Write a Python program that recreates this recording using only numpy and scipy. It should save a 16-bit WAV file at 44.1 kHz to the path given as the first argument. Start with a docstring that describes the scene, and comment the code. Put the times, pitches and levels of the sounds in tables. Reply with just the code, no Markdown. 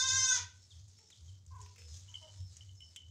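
"""A farmyard with walls close by: a goat kid gives one high, clear bleat that breaks into a rasp and echoes.
Around one microphone the herd feeds: leaves rustle, stalks snap and a small metal piece clinks.
A bird whistles, an animal calls far off, and a low rumble swells and sinks throughout.
The voices are built from sines, the metal from ringing modes, the fodder and still air from shaped noise."""
import sys
import numpy as np
from scipy import signal
from scipy.fft import rfft, irfft
from scipy.io import wavfile
from scipy.ndimage import uniform_filter1d

SR = 44100
rng = np.random.default_rng(int(sys.argv[2]) if len(sys.argv) > 2 else 0)


def inscribe(sig):
    """Save sig as 16-bit PCM at rate SR to the path in sys.argv[1].

    A 1-D sig is mono; a 2-D sig holds one channel per row.
    Samples are clipped to [-1, 1] before scaling.
    """
    pcm = np.round(np.clip(np.atleast_2d(sig).T, -1, 1) * 32767)
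    wavfile.write(sys.argv[1], SR, pcm.astype(np.int16))


N = 136710  # samples, 3.1 s


def undb(db):
    """Decibels to gain."""
    return 10 ** (np.asarray(db) / 20)


def unit(x):
    """Scale to rms 1."""
    return x / np.sqrt(np.mean(x ** 2) + 1e-20)


def curve(rows, lead=0):
    """Each column of a timed table, joined by straight lines; time starts at -lead seconds."""
    rows = np.array(rows, float)
    t = np.arange(N) / SR - lead
    return [np.interp(t, rows[:, 0], column) for column in rows.T[1:]]


def response(hz, points):
    """Gain of a (frequency, level) shape, read on a logarithmic frequency axis."""
    f, db = np.array(points, float).T
    return undb(np.interp(np.log(hz + 1), np.log(f), db))


def colour(x, points):
    """Causal minimum-phase filter with a (frequency, level) shape."""
    size = 8192
    cepstrum = irfft(np.log(response(np.arange(size // 2 + 1) * SR / size, points)))
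    # fold the cepstrum forward in time, so that nothing sounds before its cause
    cepstrum[1:size // 2] *= 2
    cepstrum[size // 2 + 1:] = 0
    impulse = irfft(np.exp(rfft(cepstrum)))
    return signal.fftconvolve(x, impulse)[:len(x)]


def noise(points):
    """Coloured noise, rms 1."""
    return unit(colour(rng.standard_normal(N), points))


def walk(rate):
    """Smooth chance with spread 1, newly drawn `rate` times a second."""
    k = max(int(SR / rate), 1)
    steps = np.repeat(rng.standard_normal(N)[:N // k + 1], k)
    return unit(uniform_filter1d(steps, k)[:N])


def fade(start, t60):
    """Sudden onset and exponential decay by 60 dB in t60 seconds."""
    age = np.arange(N) / SR - start
    return (age >= 0) * np.exp(-np.log(1000) * np.maximum(age, 0) / t60)


def turn(hz):
    """Phase of a moving pitch."""
    return 2 * np.pi * np.cumsum(hz) / SR


def note(start, length):
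    """Progress 0-1 through a note, and its rounded swell."""
    u = np.clip((np.arange(N) / SR - start) / length, 0, 1)
    return u, np.sqrt(4 * u * (1 - u))


# Colour of the diffuse echo: (frequency [Hz], level [dB])
ECHO_COLOUR = [(500, -1.5), (1200, -6), (3000, -0.5), (6500, -12.5)]
ECHO_T60_S, ECHO_DELAY_S = 0.38, .015


def tail(x, wet_db):
    """Diffuse echo from sheds and bushes: decaying noise, scaled to unit energy, smears the sound."""
    ring = noise(ECHO_COLOUR) * fade(ECHO_DELAY_S, ECHO_T60_S)
    return undb(wet_db) * signal.fftconvolve(x, ring / np.sqrt(np.sum(ring ** 2)))[:N]


# Single echoes from the nearby walls: (delay [s], level [dB])
NEARBY_WALLS = [(.0125, -4.5), (.0217, -14.5), (.058, -11)]


def yard(x):
    """Direct sound, then separate wall echoes and the diffuse tail."""
    out = x + tail(x, wet_db=-8.5)
    for delay, db in NEARBY_WALLS:
        out = out + undb(db) * np.pad(x, (int(delay * SR), 0))[:N]
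    return out


# Pitch of the bleat: (time [s], pitch [Hz])
BLEAT_PITCH = [(0, 513), (.06, 526), (.082, 509), (.15, 531), (.176, 521), (.25, 518), (.32, 507),
               (.39, 480)]
# Effort of the bleat, levels relative to each other:
# (time [s], level of the low partials [dB], level of the treble [dB], roughness [0-1])
BLEAT_EFFORT = [(0, -42.5, -29.5, 0.26), (.05, -40.5, -38.5, 0.36), (.085, -38.5, -31.5, 0.39),
                (.22, -37.5, -31, 0.06), (.325, -41, -29.5, 0), (.372, -43, -37, .9),
                (.392, -46.5, -45.5, .9), (.46, -110, -100, 0.7)]
# Resonances of throat and mouth: (frequency [Hz], level [dB])
THROAT_SHAPE = [(510, -27.5), (1040, -13), (1560, 0), (2080, -15.5), (3120, -15), (3620, -2.5), (4150, -13),
                (4700, -7), (5750, -2), (6250, 3.5), (6750, 1), (7250, -10.5), (14000, -50.5)]
TREBLE_HZ = 3780  # partials that start above this follow the treble level
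JITTER, RASP_JITTER = 0.00304, .07  # fractions of the pitch
SHIMMER_DB = 4  # independent wavering of each partial
FLUTTER_DB, FLUTTER_RATE = 1.9, 330  # shared flicker of the treble [dB, per s]
AIR_DB, RASP_DB, CHEST_DB = 4, -2.5, -24  # against the treble, before roughness weights them
# A bright mouth resonance climbs through the bleat
MOUTH_FROM_HZ, MOUTH_RISE_HZ_PER_S, MOUTH_WIDTH_HZ, MOUTH_DB = 4920, 4780, 560, 4
LEAD_S = .15  # the voice runs this long before time 0, so its echoes already sound


def smooth_walk(rate):
    """A chance walk rounded further, for slow changes in the voice."""
    return unit(uniform_filter1d(walk(rate), size=300))


def goat():
    """The bleat is already under way: folds drive the throat, air hisses with them; as effort ends they rasp."""
    pitch, = curve(BLEAT_PITCH, LEAD_S)
    low_db, high_db, rough = curve(BLEAT_EFFORT, LEAD_S)
    since_start = np.clip(np.arange(N) / SR - LEAD_S, 0, BLEAT_PITCH[-1][0])
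    mouth_hz = MOUTH_FROM_HZ + MOUTH_RISE_HZ_PER_S * since_start

    wobble = JITTER * smooth_walk(109.65) + RASP_JITTER * rough ** 2 * np.abs(rough) * walk(600)
    phase = turn(pitch * (1 + wobble))
    flutter = undb(FLUTTER_DB * walk(FLUTTER_RATE))
    low, high = np.zeros(N), np.zeros(N)
    for k in range(1, 27):
        mouth = MOUTH_DB * np.exp(-((k * pitch - mouth_hz) / MOUTH_WIDTH_HZ) ** 2)
        gain = response(k * pitch, THROAT_SHAPE) * undb(SHIMMER_DB * smooth_walk(79.74) + mouth)
        partial = gain * np.cos(k * phase + rng.uniform(0, 2 * np.pi))
        if k * BLEAT_PITCH[0][1] < TREBLE_HZ:
            low += partial
        else:
            high += partial * flutter

    # breath is let through once per cycle of the folds
    puffs = noise(THROAT_SHAPE) * (1 + np.cos(phase))
    above = signal.butter(8, TREBLE_HZ, "high", fs=SR, output="sos")
    air = unit(signal.sosfilt(above, puffs))
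    chest_band = signal.butter(2, [300, 520], "band", fs=SR, output="sos")
    chest = unit(signal.sosfilt(chest_band, rng.standard_normal(N)))
    rasp = undb(RASP_DB) * np.clip(2 * rough - 1, 0, 1) * noise(THROAT_SHAPE)
    rasp = rasp + undb(CHEST_DB) * rough ** 2 * chest

    treble = (unit(high) + undb(AIR_DB) * rough * air + rasp) / np.sqrt(1 + rough ** 2)
    voice = undb(low_db) * unit(low) + undb(high_db) * treble
    lead = int(LEAD_S * SR)
    voice = voice * np.minimum(np.arange(N) / lead, 1)
    return np.pad(yard(voice * undb(-1.5))[lead:], (0, lead))


# Leaves stirred by the feeding herd, levels relative: (time [s], level [dB])
LEAF_LEVEL = [(.55, -69.5), (.77, -67), (.865, -72.5), (.92, -66.5), (1.06, -72), (1.12, -66), (1.28, -68),
              (1.43, -77.5), (1.64, -66), (1.72, -70), (1.88, -64), (1.955, -56), (2.05, -67), (2.14, -64),
              (2.35, -64.5), (2.48, -71.5), (2.53, -64), (2.77, -73.5), (2.94, -65.5), (3.06, -74.5)]
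# Colour of the leaves: (frequency [Hz], level [dB])
LEAF_COLOUR = [(300, -13.5), (2700, -12.5), (3600, -4), (6500, 3), (7600, -2.5), (9500, -18),
               (14000, -29.5)]
RUSTLE_DB = 1  # raises the whole rustle
GRAIN_RATE, GRAIN_SPREAD_DB = 4300, 4  # crackles per second, and their uneven strength
LEAF_T60_S = 0.019
LEAF_PATCH_DB, LEAF_PATCH_RATE, LEAF_BAND_HZ = 2.3, 24, 1100


def patchy(x):
    """Each band swells and sinks on its own, as different leaves are moved."""
    spectrum = rfft(x)
    band = np.arange(N // 2 + 1) * SR / N / LEAF_BAND_HZ
    out = np.zeros(N)
    for k in range(16):
        one_band = irfft(spectrum * np.maximum(1 - np.abs(band - k), 0), N)
        out += one_band * undb(LEAF_PATCH_DB * walk(LEAF_PATCH_RATE))
    return unit(out)


def rustle():
    """Handfuls of leaves brush and crackle unevenly: random short grains set the strength of noise."""
    strength = undb(GRAIN_SPREAD_DB * np.minimum(rng.exponential(size=N), 5))
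    grains = (rng.random(N) < GRAIN_RATE / SR) * strength
    power = signal.fftconvolve(grains ** 2, fade(0, LEAF_T60_S) ** 2)[:N]
    brushing = np.sqrt(np.abs(power))
    leaves = unit(colour(brushing * rng.standard_normal(N), LEAF_COLOUR))
    return patchy(leaves) * undb(curve(LEAF_LEVEL)[0] + RUSTLE_DB)


# Snapping stalks and hoof ticks:
# (time [s], level [dB], level of the woody body against the crack [dB], decay by 60 dB [s])
STALK_SNAPS = [(0.7382, -69.5, -5, 0.048), (0.882, -59.5, -23, 0.078), (0.9863, -62.5, -3.5, 0.054),
               (1.102, -56.5, -5, 0.045), (1.464, -52, -27, 0.014), (1.614, -52.5, -13.5, 0.07),
               (1.66, -64.5, 2.5, 0.078), (1.76, -68, 8, 0.058), (1.781, -60.5, 0, 0.14),
               (1.819, -60.5, 3, 0.021), (2.5678, -46, -13, 0.029)]
# Colour of the crack: (frequency [Hz], level [dB])
CRACK_COLOUR = [(1500, -38), (4000, -18.5), (6800, 6), (13000, -33.5)]
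# Colour of the woody body: (frequency [Hz], level [dB])
BODY_COLOUR = [(900, -4.5), (2700, 12), (6000, -12)]


def snaps():
    """Stalks snap and hooves tick: short noise bursts, a bright crack over a woody body."""
    out = np.zeros(N)
    crack, body = noise(CRACK_COLOUR), noise(BODY_COLOUR)
    for start, db, body_db, t60 in STALK_SNAPS:
        burst = uniform_filter1d(fade(start, t60), size=60)  # softens the onset
        out += undb(db) * burst * (crack + undb(body_db) * body)
    return out


def feeding():
    """Rustle and snaps share one faint diffuse echo."""
    out = rustle() + snaps()
    return out + tail(out, wet_db=-12)


# Knocks on the metal: (time [s], level [dB], hardness, as level of the contact tick [dB])
METAL_KNOCKS = [(2.0807, -56, -19), (2.1401, -41.5, -24), (2.1536, -46.5, -22), (2.226, -51, -13),
                (2.2358, -58, -25), (2.2785, -54.5, -16), (2.608, -46.5, -36), (2.691, -51.5, -35),
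                (2.805, -52.5, -4.5), (2.822, -57, -29), (2.9615, -52.5, 11.5)]
# Modes of the metal: (frequency [Hz], level [dB], decay by 60 dB at hardness 0 dB [s])
METAL_MODES = [(2160, -17, 0.12), (2973, -5, 0.29), (3010, -2.5, 0.3), (3076, -0.5, 0.24),
               (3310, -12, 0.12), (7500, -18, 0.23), (10600, -27, 0.13)]
# Colour of the contact tick: (frequency [Hz], level [dB])
TICK_COLOUR = [(1200, -32), (3100, 4), (4300, -15), (7500, -3), (11000, -27)]
TICK_T60_S, METAL_DETUNE = .03, .004  # detune: spread as a fraction of each mode
METAL_SWING, METAL_SWING_RATE = .007, 130  # pitch wander [fraction, per s]
# A hard knock leaves the piece free to ring longer (dB of ring time per dB of hardness)
RING_BUILD_S, RING_PER_HARDNESS = 0.0041, 0.33


def clinks():
    """A small swinging metal piece is knocked: a tick, then modes that beat, bend and shiver."""
    t, out = np.arange(N) / SR, np.zeros(N)
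    tick = noise(TICK_COLOUR)
    shiver = undb(2 * walk(250))
    swing = turn(1 + METAL_SWING * walk(METAL_SWING_RATE))  # phase of a 1 Hz mode
    for start, db, hard_db in METAL_KNOCKS:
        out += undb(db + hard_db) * tick * fade(start, TICK_T60_S)
        build = np.clip((t - start) / RING_BUILD_S, 0, 1) * shiver
        longer = undb(RING_PER_HARDNESS * hard_db)
        phase = swing - swing[int(start * SR)]
        for (hz, mode_db, t60), off in zip(METAL_MODES, rng.standard_normal(len(METAL_MODES))):
            ring = np.sin(hz * (1 + METAL_DETUNE * off) * phase)
            out += undb(db + mode_db) * build * fade(start, t60 * longer) * ring
    return out + tail(out, wet_db=-18.5)


# Arched whistles: (time [s], length [s], top of the arch [Hz], level [dB])
BIRD_WHISTLES = [(.571, .11, 5430, -68), (.96, .15, 5460, -65), (1.75, .22, 5230, -63.5),
                 (2.35, .165, 5340, -64.5), (2.75, .195, 5345, -64)]
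# Falling chips: (time [s], starting pitch [Hz], level [dB])
BIRD_CHIPS = [(.705, 3850, -61.5), (1.112, 4150, -59.5), (1.276, 3330, -62)]
WHISTLE_SAG_HZ, CHIP_S, CHIP_TO_HZ = 358, .028, 3020


def bird():
    """Thin wavering whistles and quick falling chips, single sines scattered by the bushes."""
    out = np.zeros(N)
    quiver_hz, flutter = 50 * walk(400), undb(3 * walk(70))
    for start, length, top_hz, db in BIRD_WHISTLES:
        u, swell = note(start, length)
        arch = top_hz - WHISTLE_SAG_HZ * (2 * u - .9) ** 4
        out += undb(db) * swell * flutter * np.sin(turn(arch + quiver_hz))
    for start, hz, db in BIRD_CHIPS:
        u, swell = note(start, CHIP_S)
        fall = hz + (CHIP_TO_HZ - hz) * u
        out += undb(db) * swell * flutter * np.sin(turn(fall + quiver_hz))
    return out + tail(out, wet_db=-8)


# Calls far off: (time [s], length [s], starting pitch [Hz], mouth resonance [Hz], level [dB])
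DISTANT_CALLS = [(0.99, 0.058, 441.5, 618, -75.5), (1.507, .11, 505.4, 1000, -58),
                 (1.582, 0.08, 421, 513, -72.5), (1.776, 0.046, 480, 480, -71), (2.082, .07, 317, 930, -75),
                 (2.212, 0.0663, 310, 760, -64.5)]
FAR_FALL, FAR_JITTER = .14, .04  # fractions of the pitch
FAR_MOUTH_OCT = .42  # width of the mouth resonance [octaves]


def far_animal():
    """Short, hoarse calls that lift and then fall: six partials through one mouth resonance, with much echo."""
    out = np.zeros(N)
    for start, length, hz, mouth_hz, db in DISTANT_CALLS:
        u, swell = note(start, length)
        bend = FAR_FALL * (u - 1.687 * u ** 2)
        phase = turn(hz * (1 + bend + FAR_JITTER * walk(300)))
        call = np.zeros(N)
        for k in range(1, 7):
            octaves_off = np.log2(k * hz / mouth_hz)
            call += np.sin(k * phase) / (1 + (2 * octaves_off / FAR_MOUTH_OCT) ** 2)
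        out += undb(db) * swell * unit(call)
    return out + tail(out, wet_db=-4)


# Swelling of the low rumble: (time [s], level [dB])
RUMBLE_LEVEL = [(0, -65), (.08, -46.5), (.23, -51.5), (.28, -62), (.43, -53.5), (.71, -70), (.76, -51),
                (1.13, -76), (1.23, -50), (1.42, -58.5), (1.55, -48), (1.75, -61), (1.92, -50),
                (2.29, -62.5), (2.41, -45), (2.58, -58), (2.72, -51), (3.0, -71), (3.05, -55.5)]
# Colour of the duller noise: (frequency [Hz], level [dB])
RUMBLE_SHAPE = [(40, -34), (60, -6), (88, 2.5), (180, -17.5), (300, -54)]
RUMBLE_HZ, RUMBLE_WANDER = 92, .07  # wander as a fraction of the pitch
THROB_DB, RUMBLE_NOISE_DB = -.5, -8  # against the rumble level


def rumble():
    """A narrow low tone wanders in pitch and strength inside duller noise."""
    pitch = RUMBLE_HZ * (1 + RUMBLE_WANDER * walk(35))
    throb = unit(np.sin(turn(pitch)) * undb(2 * walk(25)))
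    mix = undb(THROB_DB) * throb + undb(RUMBLE_NOISE_DB) * noise(RUMBLE_SHAPE)
    return undb(curve(RUMBLE_LEVEL)[0]) * mix


# Colour of the still air: (frequency [Hz], level [dB])
AIR_COLOUR = [(25, -4), (90, 7), (1200, -19), (6500, -29.5), (11000, -47), (15000, -31.5)]


def still_air():
    """The steady, faint hush behind everything: coloured noise."""
    return undb(-75.5) * noise(AIR_COLOUR)


def scene():
    """All sources at one microphone."""
    near = goat() + feeding() + clinks()
    around = bird() + far_animal() + rumble() + still_air()
    return (near + around)[None]


def record(dry):
    """The recorder cuts the top, above 15.5 kHz."""
    return signal.sosfilt(signal.ellip(8, .2, 70, 15500, fs=SR, output="sos"), dry)


dry = scene()
out = record(dry)
inscribe(out)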